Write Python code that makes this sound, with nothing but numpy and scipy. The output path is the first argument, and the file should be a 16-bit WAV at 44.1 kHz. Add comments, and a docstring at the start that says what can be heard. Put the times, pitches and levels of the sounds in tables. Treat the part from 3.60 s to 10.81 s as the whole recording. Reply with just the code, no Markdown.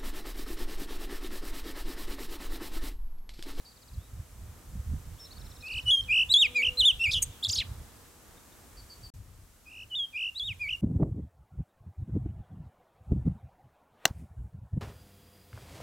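"""A thrush sings two phrases on a rocky hillside: whistles, warbles and a two-voiced twitter.
Its voice box (the syrinx) has two sides, and each can vibrate in the breath to make its own tone.
Small birds answer from far off, the rocks echo, wind buffets the microphone and a distant motor
drones over a soft hiss. The sound drops out briefly between the phrases; after that it is quieter."""
import sys
import numpy as np
from scipy import signal
from scipy.fft import rfft, irfft
from scipy.io import wavfile
from scipy.ndimage import uniform_filter1d

SR = 44100
rng = np.random.default_rng(int(sys.argv[2]) if len(sys.argv) > 2 else 0)


def waveform_to_disk(signal):
    """Save audio, clipped to [-1, 1], as 16-bit WAV at the path in sys.argv[1]."""
    frames = np.transpose(np.atleast_2d(signal))
    scaled = np.clip(frames, -1, 1) * 32767
    samples = np.round(scaled).astype(np.int16)
    wavfile.write(sys.argv[1], SR, samples)


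N = 317961
T = np.arange(N) / SR
DROPOUT_START_S, DROPOUT_END_S = 5.502, 5.539

# the shapes of the thrush's syllables: t/s from the start, f/Hz, level/dB
OPENING = [(0, 2550, -25), (.016, 2460, -12.5), (.045, 2620, -9.5), (.1, 2670, -4.5), (.135, 2740, -2.5),
           (.16, 2760, 0), (.175, 2790, -2.5), (.181, 2760, -12)]
STEP = [(0.0, 3040, -33.5), (0.011, 2930, -14), (0.028, 2960, -5.5), (0.048, 2930, -2.5),
        (0.056, 3550, -2.5), (0.066, 3300, -0.8), (0.095, 3250, -3), (0.103, 3220, -9.5),
        (0.155, 3180, -10)]
WARBLE = [(0, 2606, -30.5), (.011, 2388, -15), (0.025, 2382, -6), (.034, 2543, -2), (.062, 2680, -2),
          (0.081, 2750, -2), (.1, 2790, 0.5), (.135, 2827, -1), (.155, 2788, -4.5), (.162, 2744, -22)]
ARCH = [(0, 3414, -25.5), (.014, 3800, -9), (.037, 4040, -3.5), (.046, 4790, -15.5), (.051, 3418, 2),
        (.066, 3317, -2), (.081, 3420, 0), (.096, 3673, -8), (.122, 3790, -3.5), (.143, 2910, -1),
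        (.152, 2663, -7.5), (.166, 2436, -4.5), (.181, 2077, -19)]
SLUR = [(0.0, 2350, -24), (0.014, 2462, -4), (0.022, 2460, 1.6), (0.061, 2200, -3), (0.066, 2380, -5),
        (0.071, 2174, -0.5), (0.077, 2427, -3.5)]
WAVE = [(0, 3970, -18), (.021, 4230, -7), (.033, 3850, -2), (.049, 3116, -5), (.061, 2860, -6),
        (.076, 3035, -5.5), (.085, 3577, -1), (.095, 3680, -2), (.116, 3340, 1.5), (.125, 3130, -9.5),
        (.134, 3044, -1.5), (.149, 2576, -23.5)]
DIP = [(0, 2632, -23), (.011, 2752, -9.5), (.028, 2662, -4), (.044, 2754, -7), (.05, 2912, 0),
       (.059, 2653, -5), (.067, 2530, -3), (.078, 2220, -7.5), (.092, 2368, -5), (.116, 2510, -6.5)]
RATTLE = [(0, 4300, -12), (.009, 4230, -2), (.019, 4320, -11), (.028, 3950, 1), (.04, 3210, 0.5),
          (.062, 3180, -0.5), (.083, 2950, -6), (.089, 2930, -27.5)]
CHINK = [(0, 7100, -16), (.003, 6950, -1), (.01, 6250, 0), (.017, 6850, -5), (.023, 6600, -17)]
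FLICK = [(0, 3230, -12.5), (.013, 3903, -4.5), (0.0178, 5210, -14), (.022, 3480, 1.5), (.028, 3326, -7),
         (.035, 3828, -7), (.038, 4600, -28), (.041, 3760, -1), (.046, 3217, -22)]
SLIDE = [(0.0, 3130, -32), (0.018, 2970, -12.3), (0.048, 2910, -5.5), (0.057, 3746, -3.5), (0.08, 3540, -5),
         (0.102, 3320, -1.2), (0.147, 3217, -4), (0.16, 3100, -17)]
# the shapes of its second, higher voice: t/s from the start, f/Hz, level/dB
SLUR_HIGH = [(0, 3800, -9.5), (.01, 3900, 1.5), (.024, 4000, -3), (.038, 4100, -22)]
RATTLE_HIGH = [(0, 5746, 0), (.012, 5700, -4.5), (.022, 5300, -7), (.032, 5060, -12), (.07, 5000, -18)]
CHINK_HIGH = [(0, 9900, -19), (.003, 10100, -3), (.01, 7550, 0), (.017, 9300, -11), (.023, 8100, -14),
              (.027, 8500, -19), (.031, 8100, -30)]


def thrush():
    """The two sides of the voice box disturb each other, adding extra tones and a slight rasp."""
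    swing_hz, thinning = warble()
    low, high = low_voice(swing_hz, thinning), high_voice(swing_hz)
    rasp = undb(-15.5) * high * noise([(100, 3), (2000, -1), (5000, -7.5), (10000, -30)])
    extra_tones = undb(14.5) * low * high  # at the sum and the difference of the two pitches
    throat = signal.butter(4, [2300, 9500], "band", fs=SR, output="sos")
    return low + high + signal.sosfilt(throat, extra_tones + rasp)


def low_voice(swing_hz, thinning):
    """The lower side of the voice box carries the tune, trembling a little in level."""
    # the tune; the second phrase is like the start of the first, but softer and a little slower:
    # start/s, shape, time stretch, level/dB, second harmonic/dB, third harmonic/dB
    song = [(2.024, OPENING, 1.004, -31.5, -20.5, -27), (2.255, STEP, 1.006, -18.5, -25, -28),
            (2.48, WARBLE, 1, -20, -27, -33.5), (2.69, ARCH, 1, -17, -22, -30.5),
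            (2.945, SLUR, 1.074, -23.5, -20.5, -25), (3.172, WAVE, 0.99, -17, -22.5, -25.5),
            (3.393, DIP, 0.98, -22, -17, -26), (3.509, RATTLE, 1, -24.5, -16.5, -24),
            (3.62, CHINK, 1, -26, -17, -25), (3.827, FLICK, 1.025, -22.5, -19.5, -26),
            (6.056, OPENING, 1.043, -40.5, -16.5, -34.5), (6.3, SLIDE, 1.004, -28.5, -31, -40),
            (6.527, WARBLE, 1.09, -30, -25, -39), (6.746, ARCH, 1.033, -31.5, -26.5, -34),
            (6.993, SLUR, 1.204, -33.5, -22, -40)]
    # quick falling notes, four after each slur and five under the twitter:
    # start/s, length/s, top/Hz, end/Hz, bend (over 1 falls late), level/dB
    falls = [(3.027, .017, 3050, 2376, .8, -21.5), (3.045, .018, 3150, 2463, 1.72, -22.5),
             (3.063, 0.016, 3150, 2548, 1.55, -21), (3.08, 0.017, 2900, 2720, 1.39, -24),
             (3.885, 0.019, 6610, 2598, .65, -32), (3.918, .016, 5800, 2850, .7, -38),
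             (3.95, .015, 5400, 2815, .8, -33), (3.968, 0.021, 4100, 2850, .8, -36),
             (3.991, .038, 3100, 1665, 0.83, -40), (7.088, 0.014, 3020, 2370, 0.82, -29.5),
             (7.104, 0.018, 3150, 2540, 1.13, -30), (7.123, 0.022, 3100, 2700, 0.95, -28),
             (7.144, 0.014, 2860, 2720, 1.4, -33)]
    # the throat favours the second harmonic of some pitches: f/Hz, lift/dB
    throat_lift = [(2200, -2), (2450, -1), (2800, -5), (3300, -5), (3750, 1.5), (4200, 1)]
    syllables = [syllable(*row) for row in song] + [falling_note(*row) for row in falls]
    hz, strength, second_db, third_db = voice_curves(syllables)
    strength = strength * undb(wander(128))
    second_db = second_db + np.interp(hz, *np.transpose(throat_lift))
    return whistle(hz + swing_hz, strength * thinning, second_db, third_db)


def high_voice(swing_hz):
    """The higher side joins in for three syllables and the twitter, where it flutters hard."""
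    # where this voice joins in: start/s, shape, time stretch, level/dB
    duets = [(2.958, SLUR_HIGH, 0.88, -43.5), (3.52, RATTLE_HIGH, 0.94, -36.5),
             (3.62, CHINK_HIGH, 0.99, -23.5)]
    # a fast flutter that deepens as the voice falls: t/s, rate/Hz, depth (0-1)
    flutter = [(3.94, 888, 0.06), (3.96, 903, 0.3), (3.98, 851, 0.31), (4.0, 778, 0.5), (4.03, 598, .35)]
    hz, strength = voice_curves([syllable(*row) for row in duets] + [twitter()])
    tone = whistle(hz + swing_hz, strength, second_db=-20, third_db=-34.5, jitter=.0091, shimmer_db=1)
    flutter_hz, depth = curves(flutter)
    flutter_phase = 2 * np.pi * np.cumsum(flutter_hz * (1 + .082 * wander(300))) / SR
    return tone * (1 + depth * np.sin(flutter_phase))


def whistle(hz, strength, second_db, third_db, jitter=.002, shimmer_db=.2):
    """Vibrating folds make a nearly pure tone; its weak overtones grow when the bird pushes harder."""
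    hz = hz * (1 + jitter * wander(500))
    phase = 2 * np.pi * np.cumsum(hz) / SR
    push = np.abs(strength / undb(-20)) ** .093
    tone = np.sin(phase)
    for k, db in enumerate([second_db, third_db, third_db - 15, third_db - 19.5], 2):
        tone += push * undb(db + 2 * wander(30)) * np.sin(k * phase) * (k * hz < SR / 2)
    return tone * np.sqrt(2) * strength * undb(shimmer_db * wander(250))


def warble():
    """Muscles swing the pitch up and down; the tone thins on each slope."""
    # first crest/s, last crest/s, first rate/Hz, last rate/Hz, first swing/Hz, last swing/Hz, dip/dB
    warbles = [(2.085, 2.209, 52.3, 50.8, 147, 247, 3.5), (2.529, 2.64, 59.7, 53.1, 165, 157, 4),
               (3.479, 3.5, 92, 95, 70, 70, 4), (3.513, 3.538, 103.1, 108, 925, 380, 5.5),
               (3.5523, 3.583, 102.5, 92, 232.7, 242, 4.5), (6.101, 6.245, 58.1, 46.1, 141.3, 147, 7.5),
               (6.578, 6.679, 60.4, 48.9, 184, 108.9, 6.5)]
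    swing_hz, thinning_db = np.zeros(N), np.zeros(N)
    for first, last, rate0, rate1, swing0, swing1, dip_db in warbles:
        turns = np.cumsum(np.interp(T, [first, last], [rate0, rate1])) / SR
        angle = 2 * np.pi * (turns - turns[int(first * SR)])
        turns_outside = np.maximum((first - T) * rate0, (T - last) * rate1)
        active = np.clip(1.5 - 2 * turns_outside, 0, 1)
        swing_hz += active * np.interp(T, [first, last], [swing0, swing1]) * np.cos(angle)
        thinning_db += active * dip_db * np.sin(angle) ** 2
    return swing_hz, undb(-thinning_db)


def twitter(lead_s=.0111, onset_db=-21, crest_db=-5, slope_db=-3.5):
    """The first phrase ends in swoops of pitch, loudest at the bottom, and then falls away."""
    # swoops that sink and quicken: crest/s, crest/Hz, trough/s, trough/Hz, level/dB
    swoops = [(3.891, 7750, 3.901, 4635, -27), (3.922, 7470, 3.935, 4746, -27),
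              (3.953, 6810, 3.965, 4250, -28), (3.976, 5400, 3.987, 3754, -26.5)]
    # the final fall: t/s from the last trough, f/Hz, level/dB
    last_fall = [(.001, 3780, 4.5), (.007, 4403, -5), (.019, 3408, -1), (.026, 3060, -5.5),
                 (.031, 2893, -8), (.04, 2394, -12), (.044, 2340, -23)]
    first_s, _, _, first_low_hz, first_db = swoops[0]
    turns = [(first_s - lead_s, first_low_hz, first_db + onset_db)]
    for crest_s, crest_hz, trough_s, trough_hz, db in swoops:
        turns += [(crest_s, crest_hz, db + crest_db), (trough_s, trough_hz, db)]
    rows = []
    for (s0, hz0, db0), (s1, hz1, db1) in zip(turns, turns[1:]):
        for u in np.arange(10) / 10:
            hz = hz0 + (hz1 - hz0) * np.sin(np.pi * u / 2) ** 2
            db = db0 + u * (db1 - db0) + slope_db * np.sin(np.pi * u) ** 2
            rows.append((s0 + u * (s1 - s0), hz, db))
    end_s, _, end_db = turns[-1]
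    return rows + syllable(end_s, last_fall, 1, end_db)


def syllable(start, shape, stretch, level_db, *overtones):
    """Place one shape in the song, as rows of time, pitch, level and overtones."""
    return [(start + s * stretch, hz, level_db + db, *overtones) for s, hz, db in shape]


def falling_note(start, length, top_hz, end_hz, bend, level_db, edge_db=-12, second_db=-24, third_db=-39):
    """A short note that swells and fades while its pitch drops."""
    return [(start + u * length, top_hz + (end_hz - top_hz) * u ** bend,
             level_db + edge_db * (1 - np.sin(np.pi * u)), second_db, third_db)
            for u in np.linspace(0, 1, 10)]


def voice_curves(syllables, glide_s=.00079, edge_s=.002):
    """Pitch, strength and overtones of one side of the voice box, which shuts between syllables."""
    hz, db, *overtones = curves(sorted(row for rows in syllables for row in rows))
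    is_open = np.any([(T >= rows[0][0]) & (T <= rows[-1][0]) for rows in syllables], axis=0)
    return smooth(hz, glide_s), smooth(undb(db) * is_open, edge_s), *overtones


def far_birds():
    """Small birds tick, trill and call thinly from across the slope."""
    # even runs of falling ticks: first/s, last/s, rough gap/s, top/Hz, end/Hz, length/s, level/dB
    tick_runs = [(-.012, .331, .057, 5300, 3500, 0.025, -59.5), (1.811, 1.963, .051, 4500, 3300, .015, -54),
                 (2.222, 2.432, .052, 4650, 3200, .015, -56)]
    # chips that rise and then drop: crest/s, crest/Hz, rise/s, level/dB
    chips = [(1.601, 3870, 0.02, -59.5), (1.667, 4300, 0.021, -53), (1.727, 4680, 0.024, -50),
             (1.777, 4700, .014, -52.5), (2.021, 4330, 0.019, -53), (2.08, 4900, 0.02, -48.5),
             (2.133, 4870, 0.018, -44.5), (2.181, 4780, .012, -49.5)]
    # thin whistles and buzzes: start/s, length/s, start/Hz, middle/Hz, end/Hz, buzz (0-1), level/dB
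    peeps = [(0.053, 0.053, 4650, 4650, 4470, 0.5, -54.5), (0.367, .125, 3150, 3600, 4020, 0.3, -67.5),
             (1.587, 0.082, 5560, 5340, 5450, 0.13, -48), (4.766, 0.024, 3570, 3660, 3680, .6, -62),
             (4.92, 0.015, 3700, 3680, 3660, .5, -62.5), (5.164, .054, 4580, 4670, 4460, 0.76, -53.5),
             (5.292, 0.055, 4690, 4650, 4470, 0.57, -49.5), (5.425, 0.057, 4620, 4720, 4470, 0.43, -49)]
    out = np.zeros(N)
    for first, last, gap, top_hz, end_hz, length, db in tick_runs:
        for s in np.linspace(first, last, round((last - first) / gap) + 1):
            add_chirp(out, s, [0, length], [top_hz, end_hz], db + 2.2 * rng.standard_normal())
    for s, hz, rise, db in chips:
        add_chirp(out, s - rise, [0, rise, rise + .012], [hz - 42000 * rise, hz, 3000], db)
    for s in np.linspace(1.795, 2.408, 13):  # high rising notes between the chips and ticks
        add_chirp(out, s, [0, .012, .024], [5100, 5350, 5750], db=-57.5)
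    for s, length, *pitches, buzz, db in peeps:
        add_chirp(out, s, [0, length * .4, length], pitches, db, buzz)
    return out


def add_chirp(out, start, times, pitches, db, buzz=0, buzz_hz=235, swing_hz=130, rasp_hz=550):
    """Add a small bird's note: a glide that swells and fades; a buzz pulses it and makes it hoarse."""
    t = np.arange(int(times[-1] * SR)) / SR
    pulse = 2 * np.pi * buzz_hz * t
    hz = np.interp(t, times, pitches) + buzz * swing_hz * np.sin(pulse)
    hz += (.2 + buzz) * rasp_hz * smooth(rng.standard_normal(len(t)), .001)
    swell = signal.windows.tukey(len(t), .5) * (1 + buzz * np.cos(pulse))
    note = np.sqrt(2) * undb(db) * np.sin(2 * np.pi * np.cumsum(hz) / SR) * swell
    at = int(start * SR) + np.arange(len(t))
    heard = (at >= 0) & (at < N)
    out[at[heard]] += note[heard]


def hillside_echo(x):
    """Near rocks scatter the sound at once; the far slope sends back a faint tail."""
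    # how strongly the sound comes back: delay/s, level/dB
    returns = [(.004, 2), (.03, 6), (.07, -8.5), (.14, -15), (.22, -19), (.35, -27.5), (.47, -17),
               (.6, -52.5)]
    s, db = np.transpose(returns)
    t = np.arange(int(s[-1] * SR)) / SR
    fade = undb(np.interp(t, s, db)) * (t > s[0])
    shared, left, right = rng.standard_normal((3, len(t)))
    scatter = (.5 * shared + np.array([left, right])) * fade
    dulled = signal.sosfilt(signal.butter(2, 5200, fs=SR, output="sos"), scatter)
    return signal.fftconvolve(x[None], dulled / np.sqrt(np.sum(fade ** 2)), axes=1)[:, :N]


def wind():
    """Swirling air rumbles on the microphone, brighter when strong; the hardest swirls thud."""
    # how the rumble leans between left and right: t/s, left minus right/dB
    sides = [(0, -1), (1.2, -1.5), (1.7, -4.5), (2.5, 0.7), (4.2, -1.8), (5.45, 0.5), (5.6, 4), (6.2, 0),
             (7.2, -2)]
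    # tone colour of the rumble: f/Hz, level/dB
    rumble_colour = [(15, -20), (30, 1), (60, 4.5), (100, 1), (150, -13.5), (200, -25), (300, -36.5),
                     (600, -56), (1500, -93)]
    # single thuds: t/s, f/Hz, peak/dB
    thuds = [(0.382, 86, -31.5), (0.602, 89, -28.5), (1.157, 147, -30.5), (1.202, 73, -26.5),
             (1.281, 65, -29), (1.339, 180, -27), (1.345, 65, -33), (3.894, 92.3, -30.5),
             (4.119, 100, -30.5)]
    db = wind_level()
    side_db, = curves(sides)
    rumble = noise(rumble_colour)
    rumble /= smooth(rumble ** 2, .1) ** .43  # even it out, so the gusts set the loudness
    swirls = noise([(40, -25.5), (110, 4.5), (170, -.5), (240, -11.5),
                    (320, -31), (500, -34), (1500, -68.5)])
    swirls = undb(-14 + .5 * (db + 45)) * pan(swirls, -6)  # small swirls hit the right side harder
    out = undb(db - 1.5) * (rumble + swirls)
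    for s, hz, peak_db in thuds:
        turns = (T - s) * hz
        out += undb(peak_db) * np.exp(-(turns / .63) ** 2) * np.cos(2 * np.pi * turns)
    width = undb(db - 29) * noise(rumble_colour) * np.array([[1], [-1]])
    return out * undb(np.array([side_db, -side_db]) / 2) + width


def wind_level():
    """The wind's level in dB: each gust swells and dies away on top of the breeze."""
    # the breeze between gusts: t/s, level/dB
    breeze = [(0, -64), (.35, -57), (1.5, -54.5), (2.8, -62.5), (3.6, -56.5), (4.25, -55), (4.6, -66),
              (5.6, -62), (6.6, -63), (7.2, -56)]
    # gusts: peak/s, length/s, level/dB
    gusts = [(0.372, 0.12, -39.5), (0.57, .13, -41), (0.842, 0.22, -42), (1.151, 0.13, -37.5),
             (1.326, 0.12, -32), (1.496, 0.14, -41), (1.835, 0.2, -42.5), (2.014, 0.061, -46),
             (2.16, 0.053, -38), (2.268, 0.075, -37), (2.463, 0.16, -42), (2.674, 0.15, -45.5),
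             (2.88, 0.091, -47), (3.098, 0.063, -37.5), (3.213, 0.057, -39.5), (3.37, 0.085, -41),
             (3.485, 0.057, -38.5), (3.569, .1, -36.5), (3.666, 0.096, -40), (3.892, .04, -38),
             (3.99, 0.073, -40), (4.107, .12, -40.5), (4.206, 0.062, -40), (4.73, .12, -57.5),
             (5.202, .14, -48), (5.445, .12, -46.5), (5.581, 0.12, -43.5), (5.75, 0.28, -50),
             (6.232, 0.14, -56), (6.901, 0.13, -42.5), (7.083, 0.25, -50.5)]
    power = undb(curves(breeze)[0]) ** 2
    for s, length, db in gusts:
        near = slice(max(0, int((s - 2 * length) * SR)), int((s + 2 * length) * SR))
        power[near] += undb(db) ** 2 * np.exp(-2 * (2 * (T[near] - s) / length) ** 2)
    return 10 * np.log10(power)


def motor():
    """A far engine whose harmonics fade in and out on the air; it ends at the dropout."""
    # the engine's hum: t/s, f/Hz, level/dB
    hum = [(0, 250, -78), (1.2, 252, -73), (1.6, 235, -73.5), (2.4, 258, -68), (2.6, 251, -71),
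           (2.85, 244, -61), (3.17, 251, -61), (3.4, 245, -68), (3.9, 236, -74), (5.5, 245, -80)]
    hz, db = curves(hum)
    phase = 2 * np.pi * np.cumsum(hz * (1 + .012 * wander(40))) / SR
    out = np.zeros((2, N))
    for k, harmonic_db in enumerate([-.5, 3, -11, -8, -6.5], 1):
        # many paths over the land blur each harmonic, differently at each ear
        blur = .5 * np.array([wander(11), wander(42)])
        out += undb(harmonic_db + 3.2 * wander(9)) * np.sin(k * phase + blur)
    return out * undb(db) * (T < DROPOUT_START_S)


def air():
    """The valley murmurs under an even hiss."""
    # how the two rise and fall: t/s, murmur/dB, hiss/dB
    levels = [(0, -66.5, -70), (1.2, -63, -67.5), (3.5, -62, -64), (4.1, -61, -66), (4.6, -63, -67.5),
              (5.48, -64, -67), (5.6, -68.5, -72.5), (7.21, -69, -70.5)]
    # their tone colours: f/Hz, level/dB
    murmur_colour = [(30, -6.5), (60, 4), (90, 7), (140, 0.5), (260, 3), (380, -1.5), (700, -4.5),
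                     (1250, -5), (1800, -10), (3000, -19.5), (6000, -24)]
    hiss_colour = [(300, -9.5), (1500, -2), (3000, 0.5), (4500, -0.5), (6300, 2), (8000, 3.5),
                   (10000, -0.5), (12500, 1), (15500, -5.5)]
    murmur_db, hiss_db = curves(levels)
    murmur = wide_noise(murmur_colour, -6.5) * undb(murmur_db + 4 + .91 * wander(7.2))
    hiss = wide_noise(hiss_colour, -4) * undb(hiss_db + 7)
    return murmur + hiss


def undb(db):
    """Turn decibels into a volume factor."""
    return 10 ** (np.asarray(db) / 20)


def curves(rows):
    """Join each column of a table with straight lines over time."""
    s, *columns = np.transpose(rows)
    return [np.interp(T, np.sort(s), column) for column in columns]


def smooth(x, seconds):
    """Round off the corners over a short time."""
    return uniform_filter1d(x, max(1, int(seconds * SR)))


def wander(rate_hz):
    """A smooth random wobble with a typical size of one."""
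    points = rng.standard_normal(int(N / SR * rate_hz) + 3)
    x = smooth(np.interp(T * rate_hz, np.arange(len(points)), points), .5 / rate_hz)
    return x / x.std()


def noise(colour):
    """Noise with a typical size of one, shaped by rows of f/Hz, level/dB."""
    hz, db = np.transpose(colour)
    f = np.maximum(np.fft.rfftfreq(N, 1 / SR), 1)
    gain = undb(np.interp(np.log(f), np.log(hz), db))
    x = irfft(rfft(rng.standard_normal(N)) * gain, N)
    return x / x.std()


def wide_noise(colour, width_db):
    """Shaped noise spread between left and right."""
    return noise(colour) + undb(width_db) * noise(colour) * np.array([[1], [-1]])


def pan(x, side_db):
    """Place a sound between the ears; side_db is left minus right."""
    return x * undb(np.array([[side_db], [-side_db]]) / 2)


def scene():
    """The near thrush and far birds with their echoes, over wind, motor and open air."""
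    song, answers = thrush(), far_birds()
    near = pan(song, -.46) + undb(-19) * hillside_echo(song)
    far = undb(-2.5) * answers + undb(-11) * hillside_echo(answers)
    return near + far + wind() + motor() + air()


def record(dry):
    """The sound drops out for a moment, and the highest treble is cut off."""
    silent = (T > DROPOUT_START_S) & (T < DROPOUT_END_S)
    treble_cut = signal.ellip(10, .1, 70, 15800, fs=SR, output="sos")
    return signal.sosfilt(treble_cut, dry * smooth(1. - silent, .0014))


dry = scene()
out = record(dry)
waveform_to_disk(out)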